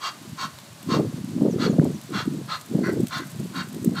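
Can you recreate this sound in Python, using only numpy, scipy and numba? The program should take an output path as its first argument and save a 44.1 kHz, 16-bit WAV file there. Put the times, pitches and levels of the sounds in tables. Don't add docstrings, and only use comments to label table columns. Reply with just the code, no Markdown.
import sys
import numpy as np
from scipy import signal
from scipy.fft import rfft, irfft, next_fast_len
from scipy.io import wavfile
from scipy.ndimage import uniform_filter1d
from numba import njit

SR = 44100
rng = np.random.default_rng(int(sys.argv[2]) if len(sys.argv) > 2 else 0)


def output_pcm(signal):
    pcm = np.clip(np.atleast_2d(signal).T, -1, 1) * 32767
    wavfile.write(sys.argv[1], SR, np.round(pcm).astype(np.int16))


N = 176400

# (frequency [Hz], level [dB])
TICK_SPECTRUM = [(1000, -21), (3000, -13), (6000, -8), (8000, 0), (10000, -8.5), (12000, -4), (16000, -14)]


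def undb(db):
    return 10 ** (np.asarray(db) / 20)


def unit(x):
    return x / np.sqrt(np.mean(x ** 2) + 1e-18)


def shaped(x, gain):
    size = next_fast_len(len(x) + 2048)
    hz = np.maximum(np.fft.rfftfreq(size, 1 / SR), 1)
    return irfft(rfft(x, size) * gain(hz), size)[:len(x)]


def noise(count, gain):
    return unit(shaped(rng.standard_normal(count), gain))


def colour(points, f):
    hz, db = np.array(points).T
    return undb(np.interp(np.log(f), np.log(hz), db))


def resonances(modes, f, skirt=1.42):
    return np.sqrt(sum(undb(db) ** 2 / (1 + (2 * (f - hz) / width) ** 2 / skirt) ** skirt
                       for hz, width, db in modes))


def flutter(count, per_s):
    k = max(int(SR / per_s), 2)
    smoothed = uniform_filter1d(rng.standard_normal(count + 2 * k), k)
    return unit(uniform_filter1d(smoothed, k // 2)[k:-k])


def swell(t, length, attack_s, release_s):
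    rise = np.sin(np.pi / 2 * np.clip(t / attack_s, 0, 1)) ** 2
    fall = np.sin(np.pi / 2 * np.clip((length - t) / release_s, 0, 1)) ** 2
    return rise * fall


def clock(length):
    return np.arange(int(length * SR)) / SR


def add(out, start, x):
    i = int(start * SR)
    x, i = x[max(-i, 0):], max(i, 0)
    out[i:i + len(x)] += x[:max(N - i, 0)]


@njit
def lowpass(x, hz, damping):
    y, band_state, low_state = np.empty(len(x)), 0., 0.
    for i in range(len(x)):
        g = np.tan(np.pi * hz[i] / SR)
        band = (band_state + g * (x[i] - low_state)) / (1 + g * (g + damping))
        y[i] = low_state + g * band
        band_state, low_state = 2 * band - band_state, 2 * y[i] - low_state
    return y


def hush():
    # (frequency [Hz], level [dB])
    lows = [(25, -15), (60, -18), (130, 7.5), (300, 7), (550, -2.5)]
    highs = [(470, 9), (800, 2), (1030, 4), (1230, 1.5), (2500, -2.5), (4540, -1), (5080, -4), (7640, -4),
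             (14200, -13), (15500, -19)]
    return noise(N, lambda f: colour(lows + highs, f)) * undb(-47 + .5 * flutter(N, per_s=15))


def wall_echo(x):
    t60_s, delay_s, damping_hz, echo_db = .28, .0091, 2830, -16.5
    t = clock(.8)
    tail = noise(len(t), lambda f: 1 / np.hypot(1, f / damping_hz))
    tail *= np.exp(-np.log(1000) * t / t60_s) * (t > delay_s)
    tail /= np.sqrt(np.sum(tail ** 2))
    return x + undb(echo_db) * signal.fftconvolve(x, tail)[:N]


def rumble(gust_db):
    low_hz, octaves_per_db = 132.7, .0614
    db = gust_db + 4 * np.clip(flutter(N, per_s=67.7), -2.5, 1.3)
    top_hz = np.clip(333.4 * 2 ** (octaves_per_db * (db + 20.5)), 150, 1500)
    air = noise(N, lambda f: (f / low_hz) ** -.3 / np.sqrt(1 + (low_hz / f) ** 8))
    air = lowpass(air, top_hz, .96)
    air = lowpass(air, top_hz * 1.93, 1.9)
    return unit(air) * undb(db - 6.5)


def add_thump(out, at, gain, hz, cycles=.81):
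    t = clock(.05) - .025
    pressure = np.sin(2 * np.pi * hz * t) / np.cosh(np.sqrt(2) * t * hz / cycles)
    add(out, at + t[0], gain * pressure)


def puffs(gust_db, per_s=80):
    out = np.zeros(N)
    draws = np.clip(rng.standard_normal((int(per_s * N / SR), 4)), -2, 2)
    for k, (timing, size, pitch, side) in enumerate(draws):
        at = (k + .3045 * timing) / per_s
        wind_db = gust_db[int(np.clip(at * SR, 0, N - 1))]
        octaves = .46 * pitch
        hz = 287.3 * 2 ** (octaves + .0307 * (wind_db + 24.5))
        db = wind_db + 2.5 + 4 * min(size, 1) - 3 * octaves
        add_thump(out, at, np.sign(side) * undb(db), hz)
    return out


def wind():
    # (time [s], relative level [dB])
    gusts = [(0, -68), (.2, -41), (.27, -34.5), (.41, -49), (.455, -32.5), (.52, -49), (0.819, -48),
             (0.911, -19.5), (1.049, -21), (1.089, -31), (1.33, -33), (1.432, -20), (1.54, -23.5),
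             (1.65, -20), (1.75, -24), (1.85, -21.5), (1.96, -30.5), (2.02, -45.5), (2.12, -28.5),
             (2.24, -33), (2.32, -29.5), (2.46, -36), (2.56, -47.5), (2.68, -46.5), (2.728, -23),
             (2.9, -23.5), (3.042, -26.5), (3.1, -46.5), (3.2, -29.5), (3.31, -41.5), (3.399, -29),
             (3.51, -38.5), (3.578, -26.5), (3.66, -38.5), (3.78, -32), (3.89, -24.5), (4, -31)]
    # (time [s], level [dB], pitch [Hz])
    buffets = [(.333, -27.5, 204), (0.903, -21.5, 380), (1.034, -14, 356), (1.244, -20, 214),
               (1.366, -14, 246), (1.422, -11, 237), (1.435, -11.5, 207), (1.453, -10.5, 414),
               (1.466, -11, 460), (1.563, -16, 376), (1.717, -17.5, 326), (1.786, -14, 530),
               (1.792, -7.5, 275), (1.797, -24, 1480), (1.799, -5, 160), (1.839, -11, 295),
               (1.854, -23, 750), (2.28, -12, 278), (2.895, -12.5, 343), (3.003, -11, 335),
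               (3.036, -10, 222), (3.862, -13.5, 280), (3.879, -7.5, 202)]
    gust_db = np.interp(np.arange(N) / SR, *np.array(gusts).T)
    out = rumble(gust_db) + puffs(gust_db)
    for at, db, hz in buffets:
        add_thump(out, at, undb(db), hz)
    return out


def grain_patter(full_per_s=300, decay_s=.0036):
    # (time [s], share of the full grain rate [0-1])
    feeding = [(1.7, 0.17), (2.9, 0.57), (3.4, 0.64)]
    per_s = full_per_s * np.interp(np.arange(N) / SR, *np.array(feeding).T)
    hits = rng.random(N) < per_s / SR
    hit_db = -53.5 + 6 * np.clip(rng.standard_normal(N), -2, 1)
    envelope = signal.fftconvolve(hits * undb(hit_db), np.exp(-clock(.03) / decay_s))[:N]
    return envelope * noise(N, lambda f: colour(TICK_SPECTRUM, f))


def pecks(tick_decay_s=.0033, knock_decay_s=.0027):
    # (time [s], relative tick level [dB], relative knock level [dB])
    strikes = [(0.5867, -36.5, -31), (0.8289, -31, -42), (1.2465, -35, -48), (1.8452, -29, -45),
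               (2.014, -33, -34.5), (2.102, -37, -54), (2.612, -30, -38), (3.005, -31, -51),
               (3.0698, -26, -30), (3.083, -26, -37), (3.3163, -31.5, -53), (3.3994, -33, -49),
               (3.4465, -43, -62), (3.687, -31, -40), (3.7457, -30, -35.5), (3.8463, -20.5, -53)]
    out, t = np.zeros(N), clock(.03)
    for start, tick_db, knock_db in strikes:
        tick = noise(len(t), lambda f: colour(TICK_SPECTRUM, f)) * np.exp(-t / tick_decay_s)
        knock = noise(len(t), lambda f: resonances([(3600, 2000, 0)], f)) * np.exp(-t / knock_decay_s)
        add(out, start, undb(tick_db - 7.5) * tick + undb(knock_db - 6) * knock)
    return out


def gosling_peeps(fall_hz_per_s=32000):
    # (time [s], length [s], starting pitch [Hz], level [dB])
    peeps = [(1.482, 0.076, 7300, -47), (1.681, 0.058, 7600, -49), (1.932, 0.043, 6670, -48)]
    out = np.zeros(N)
    for start, length, hz, db in peeps:
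        t = clock(length)
        pitch = (hz - fall_hz_per_s * t) * (1 + .045 * flutter(N, per_s=700)[:len(t)])
        rough_db = 3 * flutter(N, per_s=250)[:len(t)]
        envelope = undb(db + rough_db) * swell(t, length, length / 2, length / 2)
        add(out, start, envelope * np.sin(2 * np.pi * np.cumsum(pitch) / SR))
    return out


def mate_quacks(pitch_hz=228.7, jitter=.23):
    # (time [s], length [s], level [dB])
    quacks = [(2.824, 0.1, -32), (3.186, 0.071, -39.5)]
    # (frequency [Hz], width [Hz], level [dB])
    throat = [(1062, 44, -4), (1505, 185, -4), (1983, 85, -3.5), (2520, 120, -22), (4430, 310, -18.5),
              (5750, 180, -22)]
    out, t = np.zeros(N), clock(.2)
    for start, length, db in quacks:
        cycles = np.cumsum(pitch_hz * (1 + jitter * flutter(len(t), pitch_hz))) / SR
        pulses = unit(np.diff(np.floor(cycles), prepend=0))
        breath = unit(np.exp(-3 * (cycles % 1)) * rng.standard_normal(len(t)))
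        voice = unit(shaped(pulses + .75 * breath, lambda f: resonances(throat, f)))
        add(out, start, undb(db) * voice * swell(t, length, attack_s=.024, release_s=.034))
    return out


def pavement_bounce(f, lag_s):
    return 1 + undb(-11) * np.exp(-2j * np.pi * f * lag_s) * np.minimum(f / 2500, 1)


def goose_hisses(split_hz=2500, arch_db=14.5):
    # (time [s], length [s], level [dB], lowest windpipe resonance [dB], throat resonance [Hz],
    # mouth resonance [Hz], bill resonance [Hz], upper band [dB], treble [dB])
    calls = [(-.01, .15, -28, 4, 1244, 3300, 4630, 0.72, 1.5),
             (.354, 0.15, -28, 9.5, 1320, 3760, 4440, -0.61, 2.5),
             (.864, 0.15, -26.5, 12, 1250, 3720, 4380, 0.66, 1.5),
             (1.566, 0.15, -27.5, -1, 1330, 3450, 4300, -1, -1),
             (2.1, 0.17, -28.5, 1.5, 1360, 3390, 4160, -2.8, -4),
             (2.458, 0.15, -28.5, 1.5, 1320, 3610, 4200, -0.45, -3.5),
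             (3.081, 0.16, -29.5, 3, 1380, 3560, 4170, -1.8, -2),
             (3.516, .152, -30, 3, 1450, 3770, 4500, -2.7, -4),
             (3.925, 0.18, -29.5, 1, 1410, 3730, 4330, -0.79, -7)]
    # (frequency [Hz], width [Hz], level [dB])
    windpipe = [(1676, 110, -9), (1990, 61, -9), (2290, 49, -8.5), (2767, 87, -8), (3227, 78, -7),
                (3840, 200, -13), (4700, 58, -10), (5460, 75, -12), (5920, 130, -15.5), (6490, 100, -15.5),
                (7850, 190, -23), (8200, 130, -26)]
    # (frequency [Hz], level [dB])
    breath = [(300, -46), (700, -13.5), (1000, -15), (2000, -18), (3000, -20), (4400, -11), (5200, -22),
              (7000, -23), (9500, -39.5), (12000, -33.5), (16000, -41.5)]
    out, t = np.zeros(N), clock(.2)
    for start, length, db, ring_db, throat_hz, mouth_hz, bill_hz, upper_db, treble_db in calls:
        modes = [(hz * (1 + .0035 * rng.standard_normal()), width, level)
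                 for hz, width, level in windpipe]
        modes += [(1063, 38, ring_db), (throat_hz, 185, 1), (mouth_hz, 69, -3), (bill_hz, 114, -3.5)]
        tilt = [(2200, 0), (3200, upper_db), (4700, upper_db), (5800, treble_db)]
        airway = lambda f: np.hypot(resonances(modes, f), colour(breath, f)) * colour(tilt, f)
        lag_s = .0027 + .000409 * rng.standard_normal()
        air = noise(len(t), lambda f: airway(f) * pavement_bounce(f, lag_s))
        low = shaped(air, lambda f: 1 / (1 + (f / split_hz) ** 6))
        arch = undb(-arch_db * (2 * t / length - 1) ** 2)
        effort = swell(t, length, attack_s=.051, release_s=.064) * arch
        add(out, start, undb(db) * (low * effort + (air - low) * effort ** 1.23))
    return out


def scene():
    background = hush() + wind()
    geese = grain_patter() + pecks() + gosling_peeps() + mate_quacks() + goose_hisses()
    return (background + wall_echo(geese))[None]


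def record(dry):
    low_hz, top_hz = 70, 15550
    thinned = shaped(dry[0], lambda f: 1 / np.sqrt(1 + (low_hz / f) ** 4))
    top_cut = signal.ellip(10, .2, 70, top_hz, fs=SR, output="sos")
    return signal.sosfilt(top_cut, thinned)[None]


dry = scene()
out = record(dry)
output_pcm(out)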